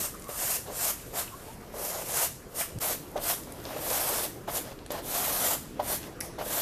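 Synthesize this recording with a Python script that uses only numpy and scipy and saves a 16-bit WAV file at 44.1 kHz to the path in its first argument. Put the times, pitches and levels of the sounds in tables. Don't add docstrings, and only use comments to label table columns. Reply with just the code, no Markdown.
import sys
import numpy as np
from scipy import signal
from scipy.io import wavfile
from scipy.ndimage import uniform_filter1d

SR = 44100
rng = np.random.default_rng(int(sys.argv[2]) if len(sys.argv) > 2 else 0)


def file_out(sig):
    cols = np.atleast_2d(sig).T
    lim = np.clip(cols, -1, 1)
    pcm = np.round(lim * 32767).astype(np.int16)
    wavfile.write(sys.argv[1], SR, pcm)


def voltage_ratio(level):
    return 10 ** (np.asarray(level, float) / 20)


N = 291501
TIME = np.arange(N) / SR
STEPS = TIME[::32]
CUT_S = 2.795


def evened(x):
    return x / np.sqrt(np.mean(x ** 2) + 1e-20)


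def read(points, hz):
    f, value = np.transpose(points)
    return np.interp(np.log(hz + 1), np.log(f + 1), value)


def add(mix, s, sound):
    part = mix[round(s * SR):][:len(sound)]
    part += sound[:len(part)]


def coloured(x, points, size=4096):
    hz = np.abs(np.fft.fftfreq(size, 1 / SR))
    inside = (hz >= points[0][0]) & (hz <= points[-1][0])
    gain_db = np.where(inside, read(points, hz), -70.)
    log_gain = np.log(voltage_ratio(uniform_filter1d(gain_db, size=5, mode="wrap")))
    taps = np.fft.ifft(np.exp(np.conj(signal.hilbert(log_gain)))).real
    return evened(signal.oaconvolve(x, taps)[:N])


def resonate(x, hz, width):
    turn = np.exp(2j * np.pi * np.cumsum(hz * np.ones(len(x))) / SR)
    r = np.exp(-np.pi * width / SR)
    smooth = signal.lfilter([1 - r], [1, -r], x / turn)
    return 2 * (turn * smooth).real


def wander(per_s):
    return evened(signal.lfilter(*signal.butter(2, per_s, fs=SR), rng.standard_normal(N)))


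def patchy(x, depth_db, hz, seconds, size=512):
    bins_hz, _, z = signal.stft(x, SR, nperseg=size, noverlap=size * 3 // 4)
    depth_db = depth_db * np.minimum(bins_hz / 600, 1)[:, None]
    field = rng.standard_normal(z.shape)
    for axis, length in enumerate([hz * size / SR, seconds * 4 * SR / size]):
        for _ in range(2):
            field = uniform_filter1d(field, max(round(length), 1), axis)
    z = z * voltage_ratio(depth_db * evened(field))
    return evened(signal.istft(z, nperseg=size, noverlap=size * 3 // 4)[1][:N])


def hum():
    # pitch in Hz, level in dB per Hz.
    hum_colour = [(13, -16), (22, 3.5), (48, 3), (139, 0.5), (274, -3), (434, -2), (569, -6), (706, -9),
                  (854, -11), (1820, -17.5), (2330, -22), (13200, -36), (14300, -55)]
    # time in seconds, level in dB.
    loudness = [(0.0, -45.5), (.13, -47.5), (2.4, -49), (3.8, -47), (4.6, -47.5), (5.04, -48), (6.26, -45),
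                (6.61, -49)]
    # pitch in Hz, width in Hz, dB in the first view, dB in the second view.
    drones = [(136.4, 19, -58, -57), (297, 66, -66.5, -49.5)]
    s, db = np.transpose(loudness)
    wash = coloured(rng.standard_normal(N), hum_colour, size=16384)
    wash = patchy(wash, 2.9, 300, .035, size=1024)
    out = voltage_ratio(np.interp(TIME, s, db) + 1.5) * wash
    for hz, width, first_db, second_db in drones:
        drone = evened(resonate(rng.standard_normal(N), hz * (1 + 0.11 * wander(3.0)), width))
        out += voltage_ratio(np.where(TIME < CUT_S, first_db, second_db) + 1.2 * wander(6.3)) * drone
    return out


def shape(touch, rise, hold, lift=0.97, trail_db=-13.5):
    u = np.clip((STEPS - touch) / rise, 0, 1)
    held = np.clip(STEPS - touch - rise, 0, hold)
    after = np.maximum(STEPS - touch - rise - hold, 0)
    lifting_db = -lift * 346 * after
    trailing_db = trail_db - 107 * after
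    release = voltage_ratio(lifting_db) ** 2 + voltage_ratio(trailing_db) ** 2
    speed_db = -16 * (1 - u) ** 1.27 - 1.5 * held
    return np.minimum(3 * u, 1) * voltage_ratio(speed_db) ** 2 * release


def movements():
    # touch in seconds, speeding up in seconds, full speed in seconds,
    # speed in dB, pressure in dB.
    strokes = [(0.0, 0.0017, 0.057, -32, -5), (.288, .005, 0.044, -42.5, -12),
               (.31, 0.12, 0.13, -30.5, -3.5), (0.702, 0.15, 0.053, -29.5, -1.5),
               (1.132, 0.06, .006, -29, 2), (1.72, 0.13, 0.054, -35.5, 1.5), (1.88, 0.044, 0.1, -40, 9),
               (2.018, .2, .03, -28, 2), (2.5, 0.027, .02, -56, 11), (2.54, 0.066, 0.0085, -29.5, -1),
               (2.795, 0.024, 0.11, -32, 3.5), (3.191, 0.12, 0.0061, -26.5, -0.5),
               (3.75, 0.16, 0.293, -32, 4), (4.2, 0.04, .012, -32.5, 2.5), (4.48, 0.094, .006, -32.5, 3),
               (4.905, .006, 0.067, -52, 0), (5.018, 0.15, .3, -31, 2), (5.38, 0.092, 0.067, -29.5, 2),
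               (5.812, 0.13, 0.0044, -30.5, 1.5), (6.203, .004, 0.045, -45.5, -22),
               (6.401, 0.17, .1, -31, 3)]
    # start in seconds, length in seconds,
    # push on the canvas in dB, grind in dB.
    scrubs = [(0.286, 0.016, -46, -47.5), (0.659, 0.071, -43.5, -53.5), (1.133, 0.034, -41, -49),
              (1.436, 0.064, -52.5, -60), (1.597, 0.14, -55, -62), (1.733, 0.085, -41.5, -57),
              (3.159, 0.022, -35.5, -46.5), (3.452, 0.14, -51, -59), (3.646, .14, -42, -47.5),
              (4.472, 0.019, -36.5, -43), (4.633, 0.08, -49, -51.5), (4.9, 0.088, -40, -43.5),
              (5.791, 0.011, -37, -46.5), (6.01, 0.056, -65, -52), (6.381, 0.032, -35, -44)]
    # time in seconds, level in dB.
    shuffle = [(0.0, -55.5), (1.5, -52.5), (1.6, -60), (2.44, -69), (2.53, -56), (2.7, -70), (3.1, -58),
               (3.45, -61), (3.7, -49), (4.4, -65), (6.61, -76)]
    drum_lift, drum_trail_db = 1.52, -59
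    s, db = np.transpose(shuffle)
    offsets_db = np.array([[0], [-5], [-5.5]])
    power = voltage_ratio(np.interp(STEPS, s, db) + offsets_db) ** 2
    for touch, rise, hold, speed_db, press_db in strokes:
        scrape_db = speed_db - 9.5 + 0.31 * press_db
        drum_db = speed_db - 8 + press_db
        power[0] += voltage_ratio(speed_db) ** 2 * shape(touch, rise, hold)
        power[1] += voltage_ratio(scrape_db) ** 2 * shape(touch, rise, hold, 0.8)
        power[2] += voltage_ratio(drum_db) ** 2 * shape(touch, rise, hold, drum_lift, drum_trail_db)
    for touch, hold, push_db, grind_db in scrubs:
        gains = voltage_ratio(np.array([[grind_db - 6], [grind_db], [push_db]]))
        power += gains ** 2 * shape(touch, 0.0076, hold, drum_lift, drum_trail_db)

    slack_hz, taut_hz, taut_db, taut_s = 545, 682, -37, 0.033
    lag = taut_s / STEPS[1]
    pull = signal.lfilter([1], [lag, 1 - lag], power[0]) / voltage_ratio(taut_db) ** 2
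    canvas_hz = slack_hz + (taut_hz - slack_hz) * pull / (1 + pull)
    hand = voltage_ratio(0.61 * wander(25))
    fizz, scrape, drum = [hand * np.interp(TIME, STEPS, np.sqrt(p)) for p in power]
    return fizz, scrape, drum, np.interp(TIME, STEPS, canvas_hz)


def slips(per_s, spread_db, clump_db, clump_per_s):
    uneven_db = spread_db * np.minimum(rng.exponential(1, N), 5)
    size = voltage_ratio(uneven_db + clump_db * wander(clump_per_s))
    return size * rng.choice([-1., 1.], N) * (rng.random(N) < per_s / SR)


def brush():
    # pitch in Hz, level in dB per Hz.
    fizz_first = [(2500, -14), (4000, -26.5), (5200, -11), (7300, -5.5), (10300, -4.5), (13500, -2.5),
                  (14300, -6.5)]
    fizz_second = [(2060, -29), (3500, -9), (4180, -8), (5640, -6), (6230, -5), (13300, 2), (13900, 4),
                   (14300, -24)]
    scrape_colour = [(600, -59), (950, 4), (1400, 3.5), (2000, 2.5), (2600, 0), (3300, 1), (4600, -1.5),
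                     (6000, -6), (8500, -22)]
    # factor on the canvas pitch, width in Hz, level in dB.
    canvas = [(.58, 149, -17.5), (.8, 160, -3.5), (1.0, 170, 5), (1.24, 202, -0.5), (1.55, 300, -5),
              (1.95, 300, -20)]
    fizz_gain, scrape_gain, drum_gain, canvas_hz = movements()
    tips = slips(14000, 0.83, 0.52, 40)
    fizz = np.where(TIME < CUT_S, coloured(tips, fizz_first), coloured(tips, fizz_second))
    rough = evened(tips) + 1.47 * evened(slips(4000, 1.6, 0.51, 97))
    scrape = coloured(rough, scrape_colour)

    canvas_hz = canvas_hz * (1 + .07 * wander(14))
    pushes = slips(1800, 1.2, 0.89, 37)
    drum = np.zeros(N)
    for factor, width, db in canvas:
        ring = resonate(resonate(pushes, factor * canvas_hz, width), factor * canvas_hz, 2 * width)
        drum += voltage_ratio(db) * ring / np.sqrt(width)

    fizz = patchy(fizz, 1.28, 700, 0.072)
    scrape = patchy(scrape, 1.63, 300, 0.022)
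    return fizz_gain * fizz + scrape_gain * scrape + drum_gain * evened(drum)


def creaks():
    # start in seconds, length in seconds, level in dB, pitch in Hz, width in Hz.
    creak_list = [
        (0.122, .056, -47, 1180, 250),
        (0.203, 0.22, -45, 1160, 130),
        (0.302, 0.076, -52, 1280, 220),
        (1.305, 0.077, -46.5, 1087, 120),
        (1.457, .085, -50, 886, 50),
        (1.6, 0.06, -55, 1180, 50),
    ]
    out = np.zeros(N)
    chance = rng.standard_normal((len(creak_list), SR // 4))
    for (s, length, db, hz, width), hiss in zip(creak_list, chance):
        hiss = hiss[:round(length * SR)]
        hz = hz * (1 + 0.041 * np.linspace(-1, 1, len(hiss)))
        whistle = evened(resonate(resonate(hiss, hz, width), hz, width))
        add(out, s, voltage_ratio(db) * whistle * np.hanning(len(hiss)))
    return out


def ticks():
    # start in seconds, level in dB, centre in Hz.
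    grit = [(.148, -42, 9000), (.197, -40, 10000), (.222, -38.5, 7500), (.242, -37.5, 9500),
            (.284, -37, 11000), (2.787, -33, 8200), (3.115, -43, 11500), (3.1773, -35, 3600),
            (3.435, -38, 7000), (3.522, -33.5, 10600), (3.601, -46, 4500), (3.640, -43, 5500),
            (3.641, -45, 11000), (3.653, -31, 3440), (4.79, -44, 3100), (4.862, -38, 3000),
            (4.863, -41, 9000), (4.9051, -32.5, 3460), (6.03, -40, 3000), (6.039, -37, 2200),
            (6.2049, -29, 10500)]
    # start in seconds, level in dB, centre in Hz, time to fall 60 dB in seconds.
    pan = [(1.0, -35.5, 2360, 0.0097), (1.277, -41, 2750, 0.038), (2.611, -29.5, 2200, 0.05),
           (2.617, -38, 2000, .03), (2.623, -35.5, 1690, 0.083), (3.499, -55, 13500, .036),
           (4.918, -37, 7700, .02), (4.918, -26, 12500, .02), (5.798, -42, 2920, .032),
           (6.2085, -25, 10430, 0.011), (6.208, -26.5, 5450, 0.02), (6.2085, -33, 1900, 0.021),
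           (6.212, -47.5, 1950, 0.25)]
    out, t = np.zeros(N), np.arange(7000) / SR
    rows = [(s, db, hz, 2800 + 0.3 * hz, .015) for s, db, hz in grit]
    rows += [(s, db, hz, 640 + 0.088 * hz, t60) for s, db, hz, t60 in pan]
    chance = rng.standard_normal((len(rows), len(t)))
    for (s, db, hz, width, t60), hiss in zip(rows, chance):
        puff = resonate(resonate(hiss, hz, width), hz, width)
        add(out, s, evened(puff) * voltage_ratio(db - 60 * t / t60))
    return out


def knocks():
    # start in seconds, level in dB, pitch in Hz, time to fall 60 dB in seconds, hardness in dB.
    blows = [(.291, -24, 480, .035, 2), (.712, -32, 514, .031, 4), (1.132, -32, 556, .036, 3),
             (1.720, -39, 606, .035, 3), (3.1553, -19, 430, .02, -3), (3.1579, -7, 505, .032, -8),
             (3.1695, -21, 645, .016, -2), (3.180, -28, 640, .053, 2), (3.704, -22, 540, .04, -5),
             (3.7635, -17, 520, .035, -4), (4.479, -15, 560, .045, -3), (4.9047, -21.5, 596, .018, 5),
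             (4.946, -26, 687, .067, -1), (5.7941, -8, 500, .024, -4), (5.7978, -3, 630, .019, -5),
             (5.806, -22, 620, .05, -4), (6.382, -24, 520, .045, 0), (6.418, -29, 730, .03, 1),
             (6.463, -23, 513, .036, 2)]
    # factor on pitch, level in dB, share of hardness.
    modes = [(.4, -27, 0.069), (.65, -17, 1.5), (1.0, -8, 1.9), (1.19, -5, 0.18), (1.5, -10, 0),
             (2.3, -22, 1.2), (3.1, -24, 1.4)]
    out, t = np.zeros(N), np.arange(5000) / SR
    for s, db, hz, t60, hard_db in blows:
        rise = .0014 * voltage_ratio(-.95 * hard_db)
        ring = np.zeros(len(t))
        for factor, mode_db, share in modes:
            ring += voltage_ratio(mode_db + share * hard_db) * np.sin(2 * np.pi * factor * hz * t)
        add(out, s, voltage_ratio(db - 60 * t / t60) * (1 - np.exp(-t / rise)) * ring)
    return out


def thump():
    # time in seconds, level in dB.
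    settling = [
        (2.72, -46),
        (2.744, -39),
        (2.775, -33.5),
        (2.788, -30),
        (2.8, -74),
    ]
    s, db = np.transpose(settling)
    wobble = evened(resonate(resonate(rng.standard_normal(N), 105, 70), 100, 90))
    return voltage_ratio(np.interp(TIME, s, db, left=-99, right=-99)) * wobble


def tent(x):
    # pitch in Hz, time to fall 60 dB in seconds.
    fading = [(300, 0.39), (1500, 0.3), (6000, 0.61), (14000, 0.37)]
    taps = np.zeros(SR // 2)
    at = np.arange(240, len(taps) - 20, 20)
    taps[at + rng.integers(0, 20, len(at))] = rng.choice([-1., 1.], len(at))
    hz, t, z = signal.stft(taps, SR, nperseg=256)
    fade = voltage_ratio(-60 * t / read(fading, hz)[:, None])
    tail = signal.istft(z * fade, SR, nperseg=256)[1]
    return signal.fftconvolve(x, tail / np.linalg.norm(tail))[:N]


def scene():
    hits = knocks() + ticks()
    sweep = brush() + creaks()
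    echoes = tent(voltage_ratio(-7) * hits + voltage_ratio(-13.5) * sweep)
    mono = hits + sweep + echoes + thump() + hum()
    dip_db = -10 * np.exp(-((TIME - CUT_S - .003) / .006) ** 2)
    mono = mono * voltage_ratio(dip_db)
    return np.array([mono, mono])


def roll_off(x):
    return signal.sosfilt(signal.butter(12, 15390, fs=SR, output="sos"), x)


def record(dry):
    low_pass = signal.firwin(401, 14150, window=("kaiser", 9), fs=SR)
    limited = signal.oaconvolve(dry, low_pass[None], "same")
    return roll_off(limited)


dry = scene()
out = record(dry)
file_out(out)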